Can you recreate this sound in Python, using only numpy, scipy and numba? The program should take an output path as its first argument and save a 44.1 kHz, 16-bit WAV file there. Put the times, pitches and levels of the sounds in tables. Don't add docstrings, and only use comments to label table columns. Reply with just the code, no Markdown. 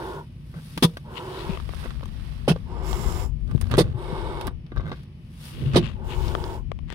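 import sys
import numpy as np
from scipy import signal
from scipy.fft import rfft, irfft
from scipy.io import wavfile
from numba import njit

SR = 44100
rng = np.random.default_rng(int(sys.argv[2]) if len(sys.argv) > 2 else 0)


def wav_record(signal):
    frames = np.transpose(np.atleast_2d(signal))
    bounded = np.clip(frames, -1, 1)
    quanta = np.round(bounded * 32767).astype(np.int16)
    wavfile.write(sys.argv[1], SR, quanta)


N = 306054
TIME = np.arange(N) / SR
HZ = np.maximum(np.arange(N // 2 + 1) * SR / N, 1)

# f/Hz, level/dB
FINE_COLOUR = [(6000, 0.5), (7800, -6.5), (9200, 5), (10500, -4), (12500, -4), (15500, -6), (17000, 4.5)]
WET_COLOUR = [(900, 6), (1600, -1), (3000, 0), (3600, 1.5), (5300, -1), (6400, -11.5), (7300, -76.5),
              (10000, -43)]
GRIT_COLOUR = [(500, 5), (3100, 4), (4000, 2), (5400, -3.5), (7000, -21.5), (9000, -16), (14000, -48.5)]
SCRAPE_COLOUR = [(800, -1), (3400, -4.5), (4300, -8.5), (5500, -18.5), (7500, -18)]
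THUD_COLOUR = [(120, 19.5), (350, -11), (650, -21), (1200, -44.5)]
# middle t/s, half length/s, rumble/dB, change in treble/dB
HAND_PRESSES = [(3.056, 0.11, -23, -22), (3.56, 0.075, -23, -13), (4.785, 0.02, -23, 3.5),
                (6.259, 0.058, -23, 14.5)]


def from_db(db):
    return 10 ** (np.asarray(db) / 20)


def rms_one(x):
    return x / np.sqrt(np.mean(x ** 2) + 1e-20)


def at_hz(points):
    hz, db = np.transpose(points)
    return np.interp(np.log(HZ), np.log(hz), db)


def flutter(rate_hz, depth_db):
    slow = irfft(rfft(rng.standard_normal(N)) / (1 + (HZ / rate_hz) ** 2), N)
    return rms_one(from_db(depth_db * rms_one(slow)))


def noise(colour, diffuse=0.29, sideways=0.8):
    echoes = [(.0011, -20), (.0027, -16), (.0046, -14), (.0083, -13), (.0131, -17)]
    # f/Hz, width/Hz, boost/dB
    hollow_resonances = [(343, 116, 6.5), (532, 93, 10), (953, 78, 5), (1217, 160, 4), (3350, 360, 2.5),
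                         (4940, 200, 3.5)]
    cat_side = [(150, -1.5), (1200, -1), (2400, 7), (4400, 7), (8000, -4), (15000, 1.5)]
    left_lag_s = 0.0001765
    direct, *scattered = rfft(rng.standard_normal((3, N)))
    walls = 1 + sum(from_db(db) * np.exp(-2j * np.pi * HZ * s) for s, db in echoes)
    arrival = np.array([np.exp(-2j * np.pi * HZ * left_lag_s), np.ones(len(HZ))])
    field = walls * (np.sqrt(1 - diffuse) * direct * arrival + np.sqrt(diffuse) * np.array(scattered))
    edge_fade = 1 / (1 + (colour[0][0] / HZ) ** 2) / (1 + (HZ / colour[-1][0]) ** 4)
    hollow_db = sum(db / (1 + (2 * (HZ - hz) / width) ** 2) for hz, width, db in hollow_resonances)
    side_db = sideways * at_hz(cat_side) * [[.5], [-.5]]
    out = irfft(field * edge_fade * from_db(at_hz(colour) + hollow_db + side_db), N)
    return out / np.std(out.mean(0))


def since(s):
    return np.maximum(TIME - s, 0)


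def blast(s, length, rise_s, fall_s, droop_db):
    t = since(s)
    rise = 1 - np.exp(-t / rise_s)
    sag = from_db(-droop_db * np.minimum(t / length, 1))
    return rise * sag * np.exp(-np.minimum(since(s + length) / fall_s, 50))


def swell(s, half_s):
    return 1 / np.cosh(np.clip((TIME - s) / half_s, -50, 50))


def pan(db):
    return from_db([[db / 2], [-db / 2]])


def dulled(x, top_hz):
    return signal.sosfilt(signal.butter(2, min(top_hz, .45 * SR), fs=SR, output="sos"), x + 1e-18)


def resonate(x, centres_hz, sharpness, boost_db):
    for hz in centres_hz:
        band = signal.lfilter(*signal.iirpeak(hz, sharpness, fs=SR), x + 1e-18)
        x = x + (from_db(boost_db) - 1) * band
    return x


@njit
def moving_band(x, step, sharpness):
    out = np.zeros_like(x)
    for side in range(len(x)):
        low = band = 0.0
        for i in range(len(step)):
            low += step[i] * band
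            new = band + step[i] * (x[side, i] - low - band / sharpness)
            out[side, i] = (band + new) / (2 * sharpness)
            band = new
    return out


def moving_resonance(x, centre_hz, sharpness, boost_db):
    step = 2 * np.sin(np.pi * np.minimum(centre_hz, SR / 3) / SR)
    return x + (from_db(boost_db) - 1) * moving_band(x, step, sharpness)


def outdoors():
    hum_colour = [(25, -15.5), (50, 4.5), (105, 0.5), (155, 4), (210, -7), (290, -19), (400, -31),
                  (2000, -51)]
    air_colour = [(300, -5), (800, -2), (1450, -6), (2400, 0.5), (3700, -9), (5500, -12), (7400, -30),
                  (9500, -16.5), (16000, -31)]
    hum = from_db(-40.5) * noise(hum_colour, diffuse=0.037, sideways=-0.2)
    air = from_db(-67.5) * noise(air_colour, diffuse=0.99, sideways=.15)
    return hum + resonate(air, centres_hz=[3000], sharpness=26, boost_db=6)


def hisses():
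    # t/s, length/s, swell/s, throat/dB, open-jaw resonance/Hz, its boost/dB, mouth/dB,
    # teeth bared after/s, whistle/dB, spray/dB, mouth resonances/Hz
    breaths = [(0.0, 0.16, 0.00025, -35, 986, 9.5, -62.5, 0.0017, -61, -65, (1400, 3500)),
               (1.034, 0.48, 0.15, -35, 1010, 9.5, -59, 0.041, -63, -65, (1330, 3000)),
               (2.654, 0.558, 0.11, -36, 1005, 7, -46, 0.16, -45.5, -55, (740, 1200, 2060, 5300, 7250, 9900)),
               (3.922, 0.525, 0.14, -32, 920, 5.5, -50.5, 0.0084, -78, -61, (1176, 2170, 3730)),
               (5.937, 0.6, 0.25, -33.5, 904, 8, -49.5, 0.083, -54.5, -64.5, (9000,))]
    throat_colour = [(150, -46), (280, -6.5), (380, 1.5), (440, -5.5), (620, -10), (760, -11), (890, -6.5),
                     (1030, -12), (1290, -18), (1450, -12), (1900, -20), (2600, -51)]
    mouth_colour = [(1300, 10), (1900, 1), (2220, 7), (2500, 2), (2900, 6.5), (4400, -0.5), (5300, -2.5),
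                    (6300, -14), (8500, -8)]
    whistle_colour = [(4300, -19), (5000, 0), (5900, -2), (6750, 0), (7300, -2), (7900, -3), (8600, -25),
                      (10400, -10), (11400, -8), (12800, -3), (14100, -1.5), (16000, -2.5)]
    spray_colour = [(7300, -34), (8100, 0.5), (9200, 2.5), (10500, -6), (13000, -11), (16000, -17)]
    closing_s, sag_db, jaw_shut_hz = 0.055, 3.5, 870
    wet = flutter(rate_hz=320, depth_db=1.5)
    throat = noise(throat_colour, diffuse=0.14)
    mouth = noise(mouth_colour, diffuse=0.96)
    whistle = noise(whistle_colour, diffuse=0.57, sideways=0.97)
    spray = noise(spray_colour, diffuse=0.92, sideways=0.44)
    out = 0
    for (s, length, swell_s, throat_db, open_hz, boost_db, mouth_db,
         bared_s, whistle_db, spray_db, mouth_hz) in breaths:
        t = since(s)
        closing = np.exp(-np.minimum((since(s + length) / closing_s) ** 2, 50))
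        fade = closing * from_db(-sag_db * np.minimum(t / length, 1))
        flow = (1 - np.exp(-t / swell_s)) * fade
        teeth = (1 - np.exp(-(since(s + bared_s) / .05) ** 2)) * fade
        jet = from_db(mouth_db) * mouth * flow * (0.69 + 1.81 * teeth)
        jet += teeth * (from_db(whistle_db) * whistle + from_db(spray_db) * spray)
        jaw = np.sqrt(np.abs(np.sin(np.pi * np.minimum(t / (length + 2 * closing_s), 1))))
        throat_hz = jaw_shut_hz + (open_hz - jaw_shut_hz) * jaw
        breath = moving_resonance(throat, throat_hz, sharpness=9.4, boost_db=boost_db)
        air = from_db(throat_db) * breath * flow + wet * jet
        for hz in mouth_hz:
            air = moving_resonance(air, hz * (throat_hz / open_hz) ** .3, sharpness=16, boost_db=7)
        out = out + air
    return out


def sleeve():
    strokes = [(0.028, 0.087, -53, -58), (0.733, 0.12, -58, -57.5), (1.46, 0.13, -49, -56.5),
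               (1.803, 0.063, -49, -55.5), (2.294, 0.25, -53, -63), (3.68, 0.12, -58.5, -62.5),
               (4.96, 0.045, -59, -70.5), (5.462, 0.037, -56.5, -52.5), (5.62, 0.15, -57.5, -61)]
    cloth_colour = [(3500, 1.5), (5200, -1.5), (7200, -9), (9500, -0.5), (12000, -5), (16000, -7.5)]
    body, treble = np.zeros((2, N))
    for s, half_s, body_db, treble_db in strokes:
        speed = swell(s, half_s)
        body += from_db(body_db) * speed
        treble += from_db(treble_db) * speed
    rustle = body * noise(GRIT_COLOUR, diffuse=0.98, sideways=0.17)
    rustle += treble * noise(cloth_colour, diffuse=0.88)
    return rustle * flutter(rate_hz=800, depth_db=2.5)


def ticks_and_scuffs():
    # t/s, snap/dB, knock/dB, treble/dB
    sharp_ticks = [(0.54, -60, -32, -64), (0.7759, -21.5, -18.5, -26), (0.9698, -29.5, -24.5, -35.5),
                   (1.847, -51, -39, -40), (2.029, -48, -26, -66), (2.561, -36, -31, -55),
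                   (3.489, -48, -37, -55), (3.512, -34, -38, -42), (3.612, -24, -41, -22.5),
                   (3.6686, -35, -38, -67), (3.713, -20, -28, -28), (3.771, -25, -49, -23),
                   (4.4108, -23.5, -47, -31.5), (4.469, -26, -40, -23), (4.4767, -26, -14, -48),
                   (4.664, -45, -58, -69), (4.7184, -55, -24.5, -78), (4.7701, -47, -24, -76),
                   (4.777, -37, -33, -62), (4.797, -59, -26, -73), (4.883, -51, -27, -52),
                   (4.916, -32.5, -18, -60), (4.927, -38, -28, -68), (5.032, -47, -60, -50)]
    scuffs = [(0.574, 0.018, -60, -47, -65), (1.848, 0.014, -43.5, -38.5, -58),
              (1.908, 0.0066, -43.5, -50, -60), (3.51, 0.014, -59, -51.5, -32),
              (3.714, 0.0051, -45, -54, -26.5), (3.74, 0.014, -35.5, -31, -24.5),
              (3.844, 0.042, -49, -48, -27.5), (4.868, 0.053, -60.5, -46, -32.5),
              (5.632, 0.039, -77, -63, -27), (5.748, 0.0045, -25, -41, -22),
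              (5.795, 0.045, -49, -43.5, -23.5)]
    knock_colour = [(200, 18.5), (500, 3), (850, 0.5), (1150, 0), (1550, 5.5), (1780, -28), (2050, 5),
                    (2500, -49), (3700, -7.5), (4400, -36.5)]
    debris_ring_hz = (1172, 1617, 3780)
    snap, knock = loose_grit()
    treble = from_db(-12.5) * snap
    scrape, thud = np.zeros((2, N))
    for s, snap_db, knock_db, treble_db in sharp_ticks:
        tick = blast(s, length=0.00081, rise_s=0.0006, fall_s=0.0051, droop_db=8.5)
        knock += from_db(knock_db) * tick
        snap += from_db(snap_db) * tick
        treble += from_db(treble_db) * tick
    grains = flutter(rate_hz=200, depth_db=4.5)
    for s, half_s, gritty_db, dull_db, thud_db in scuffs:
        slide = swell(s, half_s)
        scrape += from_db(gritty_db) * slide * grains
        knock += from_db(dull_db) * slide * grains
        thud += from_db(thud_db) * slide
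    debris = dulled(knock * noise(knock_colour, diffuse=0.18), top_hz=4200)
    out = resonate(debris, debris_ring_hz, sharpness=30, boost_db=10)
    out += snap * noise(GRIT_COLOUR, diffuse=0.86, sideways=0.2)
    out += treble * noise(FINE_COLOUR, diffuse=0.28)
    out += scrape * noise(SCRAPE_COLOUR, diffuse=0.79, sideways=0.47)
    return out + thud * noise(THUD_COLOUR, diffuse=0.32)


def hand_bumps():
    bumps = [(0.557, -29.5, 161, 0.0088, -1), (0.768, -26.5, 173, 0.005, 0), (1.492, -25, 176, 0.0052, 19),
             (2.5597, -26.5, 500, 0.002, 4), (3.5493, -15.5, 121, 0.0031, 29), (3.63, -23, 70, 0.0069, 20),
             (3.946, -20.5, 117, 0.0059, 12), (4.127, -23.5, 153, 0.0022, 19), (4.78, -27, 123, 0.0049, 9),
             (5.65, -19, 137, 0.022, 6)]
    thud = from_db(-2.5) * noise(THUD_COLOUR, diffuse=.05)
    out = 0
    for s, db, hz, rise_s, pan_db in bumps:
        t = since(s)
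        push = t / rise_s * np.exp(1 - np.minimum(t / rise_s, 50))
        tone = np.sin(2 * np.pi * hz * t)
        out = out + from_db(db) * push * (tone + thud * 0.0016 / rise_s) * pan(pan_db)
    return out


def spits():
    # t/s, length/s, pop/dB, pop start/Hz, pop end/Hz, thump after/s, thump/dB,
    # its octave/dB, throat/dB, spray/dB, treble/dB, dulled above/Hz, mouth resonances/Hz
    air_blasts = [(0.8239, 0.029, -10, 250, 235, 0.014, -6, -14, -18, -14, -16, 17000, (478, 990, 1230, 3480)),
                  (2.4778, 0.044, -11, 524, 210, 0.022, -7.5, -18.5, -20, -20, -27, 13100, (807, 1430, 2670, 3100)),
                  (3.7788, 0.038, -8, 348, 420, 0.02, -11, -1, -13, -17, -18, 11960, (484, 1125, 2045, 3640, 4430)),
                  (5.7572, 0.029, -7, 481, 181, 0.016, -12, -2.5, -15, -13, -19.5, 9940, (350, 675, 926, 3110, 3850))]
    throat_colour = [(70, -11.5), (150, 15), (250, -10), (360, 4), (520, -1), (660, -3.5), (800, -7),
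                     (1050, -18), (2000, -18), (4000, -47)]
    throat = noise(throat_colour, diffuse=0.052)
    spray = noise(WET_COLOUR, diffuse=0.93, sideways=0.66)
    treble = noise(FINE_COLOUR, diffuse=0.65)
    out = 0
    for (s, length, pop_db, start_hz, end_hz, after_s, thump_db,
         octave_db, throat_db, spray_db, treble_db, top_hz, mouth_hz) in air_blasts:
        out = out + from_db(pop_db) * pop(s, start_hz, end_hz)
        out = out + from_db(thump_db) * thump(s + after_s, octave_db)
        tail = blast(s, length, rise_s=0.027, fall_s=0.039, droop_db=-1)
        flow = blast(s, length, rise_s=0.00064, fall_s=0.0055, droop_db=8) + from_db(-25) * tail
        jet = blast(s, length, rise_s=0.0079, fall_s=0.0061, droop_db=15.5) + from_db(-42) * tail
        burst = from_db(throat_db) * throat * flow
        mist = jet * (from_db(spray_db) * spray + from_db(treble_db) * treble)
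        air = resonate(burst + mist, mouth_hz, sharpness=16, boost_db=9)
        out = out + dulled(air, top_hz)
    return out


def pop(s, start_hz, end_hz):
    half_glide_s = 0.00624
    t = since(s)
    pitch = end_hz + (start_hz - end_hz) / (1 + (t / half_glide_s) ** 6)
    tone = np.sin(2 * np.pi * np.cumsum(pitch * (t > 0)) / SR)
    return tone * blast(s, length=0.013, rise_s=0.0008, fall_s=0.002, droop_db=4)


def thump(s, octave_db):
    pitch_hz, length_s = 165.8, 0.0174
    phase = 2 * np.pi * pitch_hz * since(s)
    push = blast(s, length_s, rise_s=0.006, fall_s=0.0011, droop_db=3)
    ring = from_db(-9.5) * blast(s, length_s, rise_s=0.016, fall_s=0.024, droop_db=-0.5)
    return np.sin(phase) * (push + ring) + from_db(octave_db) * np.sin(2 * phase) * push


def finger_rubs():
    rubs = [(1.179, 0.012, -47.5, 2960), (1.39, 0.034, -52, 4100), (1.525, 0.025, -53.5, 2580),
            (5.66, 0.093, -57, 2850), (5.852, 0.03, -50, 2760), (6.121, 0.014, -47.5, 2830),
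            (6.917, 0.015, -54.5, 2000)]
    slips = flutter(rate_hz=220, depth_db=4)
    skin = slips * noise(SCRAPE_COLOUR, diffuse=1, sideways=0) * pan(db=17)
    return sum(resonate(from_db(db) * swell(s, half_s) * skin, [ring_hz], sharpness=7, boost_db=8)
               for s, half_s, db, ring_hz in rubs)


def loose_grit():
    patches = [(1.35, 2.085, 25, -50, -49), (3.47, 3.7, 70, -53, -48), (4.75, 4.95, 64, -57, -44),
               (4.5, 5.3, 15, -66, -69)]
    spread_db, fall_s = 4, 0.0011
    snap, knock = np.zeros((2, N))
    sizes = from_db(spread_db * np.minimum(rng.exponential(1, N), 3))
    chance = rng.random(N)
    for start, end, per_s, snap_db, knock_db in patches:
        grains = sizes * (chance < per_s / SR) * (TIME > start) * (TIME < end)
        ticks = signal.lfilter([1], [1, -np.exp(-1 / (fall_s * SR))], grains + 1e-18)
        snap += from_db(snap_db) * ticks
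        knock += from_db(knock_db) * ticks
    return snap, knock


def hand_cover():
    holds = [(1.45, 4.6, 0.94), (5.68, 6.97, 1)]
    settle_s = 0.052
    return sum(share * (np.tanh((TIME - start) / settle_s) - np.tanh((TIME - end) / settle_s)) / 2
               for start, end, share in holds)


def hand_rumble():
    resting = from_db(-28) * hand_cover()
    pressing = sum(from_db(db) * swell(s, half_s) for s, half_s, db, _ in HAND_PRESSES)
    rumble_colour = [(24, -10.5), (48, 1.5), (75, -6), (110, -11), (200, -19.5), (400, -41.5)]
    return (resting + pressing) * noise(rumble_colour, diffuse=0.055) * from_db([[0], [-28]])


def hand_muffle(x):
    covered_db, above_hz = -13, 1670
    change_db = covered_db * hand_cover()
    change_db += sum(db * swell(s, half_s) for s, half_s, _, db in HAND_PRESSES)
    treble = irfft(rfft(x[0]) / (1 + (above_hz / HZ) ** 4), N)
    return np.array([x[0] - (1 - from_db(change_db)) * treble, x[1]])


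def case_clicks():
    clicks = [(1.5738, -29.5, 2780), (1.6004, -31, 1900), (1.692, -32.5, 2330), (1.736, -35.5, 1900),
              (2.0102, -38, 1990), (2.0574, -41, 10700), (3.5784, -44.5, 5000), (6.351, -17.5, 2600),
              (6.7175, -27, 2520), (6.79, -40, 2770), (6.903, -32.5, 5000), (6.926, -31.5, 5000)]
    crack_colour = [(300, 6), (3500, -19.5), (7000, -20), (15000, -8.5)]   # f/Hz, level/dB
    case_ring_hz = (1170, 3160)
    crack = noise(crack_colour, diffuse=1, sideways=0)
    out = 0
    for s, db, top_hz in clicks:
        spike = (TIME >= s) * np.exp(-np.minimum(since(s) / .0001, 50))
        rattle = crack * blast(s, length=.0003, rise_s=.00005, fall_s=.0015, droop_db=4)
        click = from_db(db) * (from_db(5) * spike + from_db(-3) * rattle) * pan(db=24.5)
        out = out + resonate(dulled(click, top_hz), case_ring_hz, sharpness=10, boost_db=7)
    return out


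def saliva():
    smacks = [(2.9115, -41.5), (2.9299, -23), (6.282, -31), (6.44, -27)]
    snaps = sum(from_db(db) * blast(s, length=0.0011, rise_s=0.00026, fall_s=0.0013, droop_db=4)
                for s, db in smacks)
    return snaps * noise(WET_COLOUR)


def scene():
    nearby = hand_muffle(spits() + hisses() + saliva() + ticks_and_scuffs() + sleeve())
    handling = hand_rumble() + finger_rubs() + hand_bumps() + case_clicks()
    return nearby + handling + outdoors()


def record(dry):
    ceiling, stop_hz = 1.3, 16700
    rounded = ceiling * np.tanh(dry / ceiling)
    return signal.sosfilt(signal.cheby2(16, 70, stop_hz, fs=SR, output="sos"), rounded)


dry = scene()
out = record(dry)
wav_record(out)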